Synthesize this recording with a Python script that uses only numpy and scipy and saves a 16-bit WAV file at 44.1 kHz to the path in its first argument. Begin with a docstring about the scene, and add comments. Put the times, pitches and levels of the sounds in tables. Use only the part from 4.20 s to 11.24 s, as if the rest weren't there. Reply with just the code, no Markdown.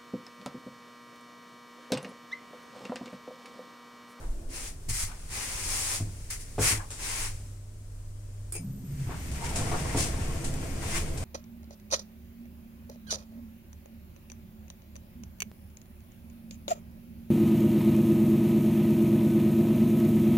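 """A ride in a glass lift

Inside a small glass and steel lift car a passenger turns round: shoes scuff and a jacket swishes over a mains hum.
A floor button clicks, the drive whines and drones, and the car sets off with a rumble.
Its guide shoes rub along the rails and the glass doors tick and knock in their tracks.
Rubbing is shaped noise, knocks are ringing modes, and hum, drones and squeak are sine tones."""
import sys
import numpy as np
from scipy import signal
from scipy.fft import rfft, irfft
from scipy.io import wavfile

SR = 44100
rng = np.random.default_rng(int(sys.argv[2]) if len(sys.argv) > 2 else 0)


def inscribe(sig):
    """Save sig as 16-bit PCM at rate SR to the path in sys.argv[1].

    A 1-D sig is mono; a 2-D sig holds one channel per row.
    Samples are clipped to [-1, 1] before scaling.
    """
    pcm = np.round(np.clip(np.atleast_2d(sig).T, -1, 1) * 32767)
    wavfile.write(sys.argv[1], SR, pcm.astype(np.int16))


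N = 310464

# Half widths below run from a peak to where the gain has halved.
# A t60 is the time in seconds for a sound to fade by 60 dB.

# Mains hum. Each row: pitch in Hz, level in dB.
HUM = [(100, -45.5), (600, -75)]
# Strength of the hum over time. Each row: time in seconds, gain in dB added to the hum.
HUM_LEVEL = [(0.6, -30), (1.4, -8.5), (1.9, -0.5), (2.6, -4.5), (3.1, 1.5), (4.35, 1), (4.6, -9)]
HUM_WOBBLE_RAD = 0.21  # phase wobble of the lowest hum tone
# Air of the shaft. Each row: frequency in Hz, strength per Hz in dB.
AIR_SPECTRUM = [(12, -6), (20, 10.5), (35, 4), (70, -2.5), (140, -11.5), (200, -18), (400, -23), (800, -33),
                (2000, -38.5), (3800, -42), (8500, -34.5), (12000, -43.5), (16000, -50.5)]
AIR_DB, STIRRED_AIR_DB = -43, 3  # the second is added until the passenger comes to rest

# Resonances of the panels. Each row: frequency in Hz, half width in Hz, level in dB.
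PANEL_MODES = [(215, 7.7, 0), (267.5, 7.1, 5.5), (336, 7.1, 3.5), (452, 86, 4.5), (570, 480, -3),
               (652, 14, -5.5)]
PANEL_RING_DB, PANEL_RING_S, PANEL_RING_T60_S = -53, 0.43, 0.62

# Hollow groans of the frame. Each row: peak time in seconds, level in dB, centre in Hz,
# half width in Hz, fall time in seconds.
GROANS = [(.01, -46.5, 700, 460, 0.056), (0.892, -49.5, 970, 790, 0.093), (2.603, -46, 900, 240, 0.041),
          (2.603, -51, 1640, 110, 0.022), (4.92, -42.5, 940, 580, 0.049), (5.426, -40.5, 780, 280, 0.036),
          (5.548, -37.5, 940, 330, 0.026), (5.7, -45.5, 1990, 150, 0.059)]
GROAN_RISE_S, GROAN_JERKS_PER_S = 0.024, 140

# Soft bumps of the hand that holds the phone. Each row: time in seconds, peak in dB before the bass cut.
BUMPS = [(0.057, -25.5), (.104, -20.5), (.149, -28), (.268, -25), (0.325, -36), (.368, -29)]
BUMP_WIDTH_S = 0.0074

# Jacket swishes. Each row: start in seconds, length in seconds, attack in seconds, level in dB,
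# growth over the stroke in dB, body against hiss in dB.
SWISHES = [(.27, 0.21, 0.11, -43, -2, -7), (1.065, 0.34, 0.12, -39.5, -5, -5),
           (1.34, 0.42, 0.2, -35, 1.5, -8.5), (2.745, 0.32, 0.13, -38.5, -1, -5),
           (6.6, 0.17, 0.023, -44.5, 13.5, -2)]
# Soles dragged over the floor. Each row: start in seconds, length in seconds, attack in seconds,
# level in dB, growth over the stroke in dB, body against hiss in dB.
SCUFFS = [(.68, 0.15, 0.019, -35, 3.5, -10), (2.097, 0.037, 0.01, -39, -2, -8.5),
          (2.185, 0.035, 0.039, -50, -1, -16), (2.376, 0.13, 0.07, -30, 1, -17),
          (2.408, 0.12, 0.021, -37.5, -1.5, 2.5)]
# Guide shoes catching on the rails. Each row: start in seconds, length in seconds, attack in seconds,
# level in dB, growth over the stroke in dB, body against hiss in dB.
SCRAPES = [(4.862, 0.064, 0.022, -60.5, -11, 5), (5.238, 0.03, 0.0068, -46.5, -2, -1),
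           (5.748, 0.057, 0.04, -32, 2, -10.5), (6.725, 0.044, 0.037, -41, 2.5, -1.5)]
SWISH_T60_S, SCUFF_T60_S, SCRAPE_T60_S = 0.24, 0.2, 0.3
HISS_BAND_HZ, BODY_BAND_HZ = (4000, 12000), (700, 3000)  # where the two parts are set to rms 1
# Cloth of the jacket. Each row: frequency in Hz, strength per Hz in dB.
CLOTH = [(200, -8.5), (380, -4), (600, -6.5), (900, -4), (1400, -5), (2300, -0.5), (3000, -5), (3700, -6),
         (5500, 0), (9000, 2.5), (10200, 0), (11800, -10.5), (16000, -14.5)]
# Soles on the floor. Each row: frequency in Hz, strength per Hz in dB.
SOLE = [(200, -38), (600, 0), (1000, 1.5), (1300, 4), (1550, 3), (2060, 10), (3000, 2), (3700, -0.5),
        (5200, 5.5), (8500, 9), (10300, 6.5), (12000, -4), (16000, -8)]
# Guide shoes on the rails. Each row: frequency in Hz, strength per Hz in dB.
SLIDE = [(500, -0.5), (1200, 0.5), (2200, 5), (3000, 0), (3900, -4), (5500, -0.5), (9000, 1.5), (10500, -5),
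         (12500, -15), (16000, -21)]
# Glass panes that sing when something rubs. Each row: frequency in Hz, half width in Hz, level in dB.
PANE_RINGS = [(1089, 2.8, -6), (2074, 2.2, 2.5), (5160, 9.2, -7)]
# The passenger turns round, stirring the jacket.
TURN_S, TURN_LENGTH_S, TURN_ATTACK_S, TURN_T60_S = 0.63, 2.537, 0.25, 0.92
RUSTLE_DB = -56

# Blows on the floor and frame. Each row: time in seconds, level in dB, contact time in seconds.
KNOCKS = [(0.684, -35, 0.01), (0.828, -36.5, 0.017), (1.8, -37.5, 0.0023), (1.808, -34, 0.012),
          (2.381, -28.5, 0.0016), (2.388, -35.5, 0.00057), (2.398, -38.5, 0.01), (2.418, -54, .0005),
          (2.503, -40.5, 0.0013), (2.521, -35, 0.0072), (2.555, -46, 0.015), (4.351, -44, 0.0016),
          (4.866, -34.5, 0.008), (4.893, -41.5, 0.0011), (5.383, -33, 0.0034), (5.515, -38.5, 0.00039),
          (5.548, -45, 0.00036), (5.747, -28, 0.0016), (5.774, -36.5, 0.00088), (5.94, -32.5, 0.012)]
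# Ringing of floor and walls. Each row: frequency in Hz, level in dB, t60 in seconds.
FLOOR_MODES = [(83, -4.5, 0.079), (103, 1, 0.17), (152.7, -9.5, 0.13), (218, -1, .05), (270, 2, 0.043),
               (332, -4, 0.13), (424.5, -4, 0.31), (530, -18, 0.074), (690, 1.5, 0.093), (856, 2, 0.066),
               (1100, -8, 0.13)]

# Doors chattering in their tracks. Each row: time in seconds, level in dB, t60 in seconds.
TICKS = [(2.703, -41.5, 0.53), (5.113, -42.5, 0.13), (5.29, -38, .12), (5.357, -32, 0.34),
         (6.242, -37.5, 0.29), (6.339, -32, 0.017), (6.973, -40, 0.18)]
# Glass doors against metal. Each row: frequency in Hz, strength per Hz in dB.
DOOR = [(500, -6.5), (2100, -12), (3700, -11.5), (5500, -10), (8000, -4.5), (10000, -8.5), (12000, -22),
        (16000, -30)]
ONSET_S, CHATTER_RISE_S = 0.0014, 0.0016

# Snap and end stop of the button. Each row: time in seconds, crack in dB, ring in dB.
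BUTTON = [(4.323, -34.5, -51), (4.34, -43, -48.5), (4.352, -43, -42.5), (4.363, -48, -45)]
# Button spring and panel modes. Each row: frequency in Hz, half width in Hz, level in dB, t60 in seconds.
BUTTON_MODES = [(390, 45, 2.5, 0.047), (2400, 230, -5.5, 0.067), (3350, 310, -24, 0.039),
                (5070, 110, -11, 0.11), (6550, 260, -8.5, 0.085), (8950, 200, -4, 0.1)]
# Crack of the spring. Each row: frequency in Hz, strength per Hz in dB.
CRACK = [(400, -8), (900, -11), (1500, -9), (2400, -12), (4000, -15), (5000, -6), (5900, -13), (8000, 4),
         (9600, 9), (12000, -7), (16000, -9)]
CRACK_T60_S, SNAP_TICK_DB, SNAP_TICK_T60_S = 0.072, -3, 0.0082

# Drones of the loaded frame. Each row: start in seconds, length in seconds, starting pitch in Hz,
# level in dB, growth in dB.
DRONES = [(4.372, 0.34, 268, -54.5, 1), (4.374, 0.13, 169, -43.5, -6), (4.408, 0.255, 202.3, -44.5, -5),
          (4.443, 0.19, 133.1, -42, -9.5), (4.666, 0.23, 138.5, -35.5, 4.5)]
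SAG_HZ_PER_S, DRONE_ATTACK_S, DRONE_T60_S = 29.6, 0.043, 0.2
DRONE_WAVER, DRONE_THROB_DB = 0.0242, 2.5  # pitch waver as a fraction, level waver
# Shudder of the frame. Each row: frequency in Hz, half width in Hz, level in dB.
FRAME_MODES = [(106, 21, 4), (170, 21, 4), (250, 13, -2.5), (350, 66, -10.5)]
# Switching whine and its skirt. Each row: frequency in Hz, half width in Hz, level in dB.
WHINE = [(12000, 20, -4), (12060, 150, -4)]
DRIVE_ON_S, BRAKE_OFF_S, DRIVE_ATTACK_S = 4.38, 4.78, 0.066
SHUDDER_DB, WHINE_DB = -47, -63.5

# Low rumble of the ride. Each row: frequency in Hz, strength per Hz in dB.
RUMBLE = [(15, 3.5), (30, -2), (70, -10), (140, -8.5), (250, -23.5), (600, -36), (2000, -74)]
# Resonances of the moving car. Each row: frequency in Hz, half width in Hz, level in dB.
CAR_MODES = [(71.2, 21, 0.5), (135, 34, -4.5)]
# Resonances of the rails. Each row: frequency in Hz, half width in Hz, level in dB.
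RAIL_MODES = [(730, 123, 8.5), (940, 34, -13), (1080, 11, -5), (1350, 320, 0), (2010, 11, -21)]
SET_OFF_S, RUN_UP_S = 4.615, 0.82
# Levels at full speed, before the shoes bind.
RUMBLE_DB, CAR_DB, PANEL_DB, RAIL_DB, SLIDE_DB = -34.5, -37, -43.5, -53.5, -48
# The guide shoes bind for a moment as the car leaves the landing, which lifts these sounds.
BIND_S, BIND_WIDTH_S = 5.51, 0.42
BIND_CAR_DB, BIND_RAIL_DB, BIND_SLIDE_DB = 2.5, 8, 5.5

SQUEAK_S, SQUEAK_HZ, SQUEAK_DB, SQUEAK_WIDTH_S = 5.232, 930, -41, 0.015
SQUEAK_TAIL_DB, SQUEAK_TAIL_S = -18, 0.075
TOP_HZ = 15850  # highest frequency kept

T = np.arange(N) / SR
FREQ = np.maximum(np.arange(N // 2 + 1) * SR / N, 1)


def undb(db):
    """Turn decibels into gain."""
    return 10 ** (np.asarray(db) / 20)


def walk(rate):
    """Random wander with spread near 1, drawn as straight lines between random points, rate per second."""
    knots = rng.standard_normal(2048)
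    return 1.344 * np.interp(T * rate, np.arange(len(knots)), knots)


def colour(points):
    """Gain at each frequency, drawn through (Hz, dB) points."""
    hz, db = np.transpose(points)
    return undb(np.interp(np.log(FREQ), np.log(hz), db))


def resonances(modes):
    """Gain at each frequency of resonances with steep skirts."""
    gain = 0
    for hz, width, db in modes:
        distance = (FREQ ** 2 - hz ** 2) / (FREQ * width * 2)
        gain = gain + undb(db) / np.sqrt(width) / (1 + distance ** 2)
    return gain


def noise(shape, band=(0, SR), grain_db=0, apart_hz=800, left_db=4):
    """Grainy stereo noise: both sides share the bass, differ higher up, and lean left if left_db is positive."""
    grains = undb(grain_db * np.repeat(rng.standard_normal(N // 16 + 1), 16)[:N])
    mid, side = rfft(rng.standard_normal((2, N)) * grains) * shape
    spread = FREQ / np.hypot(FREQ, apart_hz)
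    sides = np.array([[1], [-1]])  # left, right
    lean = colour([(550, -0.66), (1000, left_db), (5000, left_db), (12000, 0.57)]) ** (sides / 2)
    # the shared part is set to rms 1 within the band
    inside = irfft(mid * (FREQ > band[0]) * (FREQ < band[1]), N)
    return irfft((mid + sides * side * spread) * lean, N) / np.std(inside)


def decay(start, t60, rise=0.000094):
    """Envelope of a blow: a quick rise, then an exponential fade."""
    age = np.maximum(T - start, 0)
    fade = np.exp(-np.minimum(np.log(1000) * age / t60, 50))
    return (1 - np.exp(-age / rise)) * fade


def stroke(start, length, attack, t60, growth_db=0):
    """Envelope of a movement: it sets in, holds while growing or easing, and dies away."""
    age = T - start
    onset = np.sin(np.pi / 2 * np.clip(age / attack, 0, 1)) ** 2
    hold = undb(growth_db * (np.clip(age / length, 0, 1) - .5))
    fade = np.exp(-np.minimum(np.log(1000) * np.maximum(age - length, 0) / t60, 20))
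    return onset * hold * fade


def stick_slip(rate, scatter_db, t60, count=1400):
    """Envelope, rms 1, of a contact that sticks and lets go in uneven jerks, about rate per second."""
    gaps = rng.gamma(3, 1 / 3, count)
    sizes = rng.standard_normal(count)
    at = (np.cumsum(gaps) * SR / rate).astype(int)
    jerks = np.bincount(at, undb(scatter_db * sizes), N)[:N]
    slips = signal.fftconvolve(jerks, decay(0, t60, ONSET_S)[:SR // 10])[:N]
    return slips / np.sqrt(np.mean(slips ** 2))


def ring(modes, scatter_db):
    """Ringing of struck modes: neighbours swing in opposite directions, each blow weights them differently."""
    t = T[:SR // 2]
    out = 0
    for k, (hz, db, t60) in enumerate(modes):
        gain = (-1) ** k * undb(db + scatter_db * rng.standard_normal())
        out = out + gain * np.sin(2 * np.pi * hz * t) * np.exp(-np.log(1000) * t / t60)
    return out


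def add(out, start, sound):
    """Mix a sound in at its time."""
    i = max(int(start * SR), 0)
    out[..., i:i + sound.shape[-1]] += sound[..., :N - i]


def cabin(x, wet_db, t60=0.48):
    """Close hard walls: a dense, short echo that differs between left and right above the bass."""
    walls = noise(colour([(100, 4.0), (9000, -2.5), (16000, -19)]))
    tail = (walls * decay(0.00335, t60))[:, :SR // 2]
    tail = tail / np.sqrt(np.sum(tail ** 2) / 2)
    return x + undb(wet_db) * signal.fftconvolve(np.atleast_2d(x), tail, axes=1)[:, :N]


def reflections(count=9):
    """Colour of the nearest panes: faint copies a few milliseconds late, and the panes' own rings."""
    lags = rng.uniform(.003, .016, count)
    comb = np.abs(1 + .1 * np.exp(-2j * np.pi * np.outer(lags, FREQ)).sum(axis=0))
    rings = sum(undb(db) / (1 + ((FREQ - hz) / width) ** 2) for hz, width, db in PANE_RINGS)
    return comb * (1 + rings)


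def rub(strokes, spectrum, t60, grain_db, catch_db):
    """Friction as grainy noise for tiny slips; each stroke has its own mix of mid-range body and bright hiss."""
    shape = colour(spectrum) * reflections()
    low = 1 / (1 + (FREQ / 3500) ** 6)
    hiss = noise(shape * np.sqrt(1 - low), HISS_BAND_HZ, grain_db)
    body = noise(shape * np.sqrt(low), BODY_BAND_HZ, grain_db)
    out = 0
    for s, length, attack, db, growth_db, body_db in strokes:
        mix = hiss + undb(body_db) * body
        out = out + undb(db) * mix * stroke(s, length, attack, t60, growth_db)
    return out * undb(catch_db * walk(40))  # the contact catches and eases


def hum():
    """Mains hum: steady sine tones with a slight shared wobble and a changing strength."""
    wobble = HUM_WOBBLE_RAD * walk(13) / HUM[0][0]
    tones = sum(undb(db) * np.sqrt(2) * np.sin(hz * (2 * np.pi * T + wobble)) for hz, db in HUM)
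    return tones * undb(np.interp(T, *np.transpose(HUM_LEVEL)) + 1.5 * walk(9))


def shaft_air():
    """Air of the shaft: soft noise that settles as the passenger comes to rest."""
    stirred = np.clip(TURN_S + TURN_LENGTH_S + .5 - T, 0, 1)
    return noise(colour(AIR_SPECTRUM)) * undb(AIR_DB + STIRRED_AIR_DB * stirred + walk(6.1))


def panel_ring():
    """Panels ringing faintly at first: noise through their resonances, fading away."""
    fading = stroke(0, PANEL_RING_S, ONSET_S, PANEL_RING_T60_S)
    return undb(PANEL_RING_DB) * noise(resonances(PANEL_MODES)) * fading


def groans():
    """Short hollow, jerky rubs of the frame, some while the car stands and some as it travels."""
    out = 0
    for s, db, hz, width, fall in GROANS:
        swell = np.exp(-np.maximum((s - T) / GROAN_RISE_S, (T - s) / fall))
        out = out + undb(db) * swell * noise(resonances([(hz, width, 0)]))
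    return out * stick_slip(GROAN_JERKS_PER_S, scatter_db=1, t60=.1)


def handling():
    """The hand shifts on the phone: deep, soft pressure bumps, with the part below 10 Hz weakened."""
    pushes = sum(undb(db) * np.exp(-((T - s) / BUMP_WIDTH_S) ** 2) for s, db in BUMPS)
    return signal.sosfilt(signal.butter(1, 10, "high", fs=SR, output="sos"), pushes)


def jacket():
    """Cloth rubs on cloth in distinct swishes."""
    return rub(SWISHES, CLOTH, SWISH_T60_S, grain_db=1.5, catch_db=0.4)


def rustle():
    """The jacket never keeps quite still while its wearer turns: a faint run of cloth noise."""
    turning = stroke(TURN_S, TURN_LENGTH_S, TURN_ATTACK_S, TURN_T60_S)
    return undb(RUSTLE_DB) * turning * noise(colour(CLOTH), grain_db=1.5)


def shoes():
    """Soles drag over the floor with a grainy hiss."""
    return rub(SCUFFS, SOLE, SCUFF_T60_S, grain_db=1.0, catch_db=1.4)


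def knocks():
    """Heels and jolts ring the floor and its many small modes; a soft contact only reaches the low ones."""
    out = np.zeros(N)
    for s, db, contact in KNOCKS:
        t = T[:SR // 20]
        push = t * np.exp(-t / (contact / 4))  # strongest a quarter of the way through the contact
        dense = undb(15.5) * (rng.standard_normal(N) * decay(0, 0.15))[:SR // 2]  # the many small modes
        floor = ring(FLOOR_MODES, scatter_db=.7)
        blow = signal.fftconvolve(floor + dense, push)
        add(out, s, -undb(db) * blow / np.std(blow[:SR // 30]))
    return cabin(out, wet_db=-6.5, t60=0.52)


def doors():
    """Each tick sets off a fine chatter of glass against metal, made of fading noise."""
    chatter = noise(colour(DOOR) * reflections(), grain_db=1.5)
    return chatter * sum(undb(db) * decay(s, t60, CHATTER_RISE_S) for s, db, t60 in TICKS)


def button():
    """A snap spring ticks and cracks; its end stop clacks in clusters of close, quickly damped panel modes."""
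    snaps = 0
    for s, crack_db, _ in BUTTON:
        tick = undb(SNAP_TICK_DB) * decay(s, SNAP_TICK_T60_S)
        snaps = snaps + undb(crack_db) * (decay(s, CRACK_T60_S) + tick)
    crack = noise(colour(CRACK), left_db=-2.0) * snaps
    clack = 0
    for hz, width, db, t60 in BUTTON_MODES:
        blows = sum(undb(ring_db) * decay(s, t60, ONSET_S) for s, _, ring_db in BUTTON)
        clack = clack + undb(db) * blows * noise(resonances([(hz, width, 0)]), left_db=2.5)
    return cabin(crack + clack, wet_db=-6, t60=0.17)


def motor():
    """The drive starts with a thin whine; the straining motor draws rough, sagging drones from the frame."""
    drones = 0
    for s, length, start_hz, db, growth_db in DRONES:
        sagging_hz = start_hz - SAG_HZ_PER_S * np.clip(T - s, 0, length)
        hz = sagging_hz * (1 + DRONE_WAVER * walk(60))
        tone = np.sqrt(2) * np.sin(2 * np.pi * np.cumsum(hz) / SR)
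        level = undb(db + DRONE_THROB_DB * walk(45))
        drones = drones + level * tone * stroke(s, length, DRONE_ATTACK_S, DRONE_T60_S, growth_db)
    # the strain grows until the brake lets go, then fades slowly
    strain = stroke(DRIVE_ON_S, BRAKE_OFF_S - DRIVE_ON_S, DRIVE_ATTACK_S, t60=5.9, growth_db=8.0)
    shudder = undb(SHUDDER_DB) * noise(resonances(FRAME_MODES)) * strain
    switch_on = np.clip((T - DRIVE_ON_S) / DRIVE_ATTACK_S, 0, 1)
    whine = undb(WHINE_DB) * noise(resonances(WHINE)) * switch_on
    return drones + shudder + whine


def ride():
    """Rollers shake the car and panels while guide shoes rub the rails; all grow as the car gathers speed."""
    speed = np.clip((T - SET_OFF_S) / RUN_UP_S, 0, 1)  # 1 is full speed
    bind = np.exp(-((T - BIND_S) / BIND_WIDTH_S) ** 2)
    rumble = undb(RUMBLE_DB) * speed ** 4 * noise(colour(RUMBLE))
    car = undb(CAR_DB) * speed ** 0.3 * noise(resonances(CAR_MODES))
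    panels = undb(PANEL_DB) * speed ** 2 * noise(resonances(PANEL_MODES))
    pressure = undb(walk(25))  # the shoes bear unevenly on the rails
    jerks = stick_slip(rate=130, scatter_db=1.5, t60=.09)
    rail_noise = noise(resonances(RAIL_MODES) * reflections(), grain_db=-3.5)
    rails = undb(RAIL_DB + BIND_RAIL_DB * bind) * speed ** 2 * rail_noise
    slide_noise = noise(colour(SLIDE) * reflections(), grain_db=-1.0)
    slide = undb(SLIDE_DB + BIND_SLIDE_DB * bind) * speed ** 0.77 * slide_noise
    shaking = (car + panels) * undb(BIND_CAR_DB * bind)
    return rumble + shaking + pressure * (jerks * rails + slide)


def scrapes():
    """Guide shoes catch on the rails: short rubs broken into stick-slip jerks."""
    rubs = rub(SCRAPES, SLIDE, SCRAPE_T60_S, grain_db=-0.5, catch_db=-1.3)
    return rubs * stick_slip(rate=160, scatter_db=0.5, t60=0.14)


def squeak():
    """A guide shoe sings briefly on the dry rail: a wavering tone, faint before and after its peak."""
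    away = T - SQUEAK_S
    peak = np.exp(-(away / SQUEAK_WIDTH_S) ** 2)
    tail = undb(SQUEAK_TAIL_DB) * np.exp(-(away / SQUEAK_TAIL_S) ** 2)
    hz = SQUEAK_HZ * (1 + 0.029 * walk(260))
    tone = np.sqrt(2) * np.sin(2 * np.pi * np.cumsum(hz) / SR)
    return cabin(undb(SQUEAK_DB) * (peak + tail) * tone, wet_db=0.0)


def scene():
    """Everything heard from the middle of the car."""
    background = hum() + shaft_air() + panel_ring()
    passenger = handling() + jacket() + rustle() + shoes() + button()
    frame = groans() + knocks() + doors()
    travel = motor() + ride() + scrapes() + squeak()
    return background + passenger + frame + travel


def record(dry):
    """The phone cuts the top: a steep filter removes the highest treble."""
    return signal.sosfilt(signal.ellip(10, .2, 80, TOP_HZ, fs=SR, output="sos"), dry)


dry = scene()
out = record(dry)
inscribe(out)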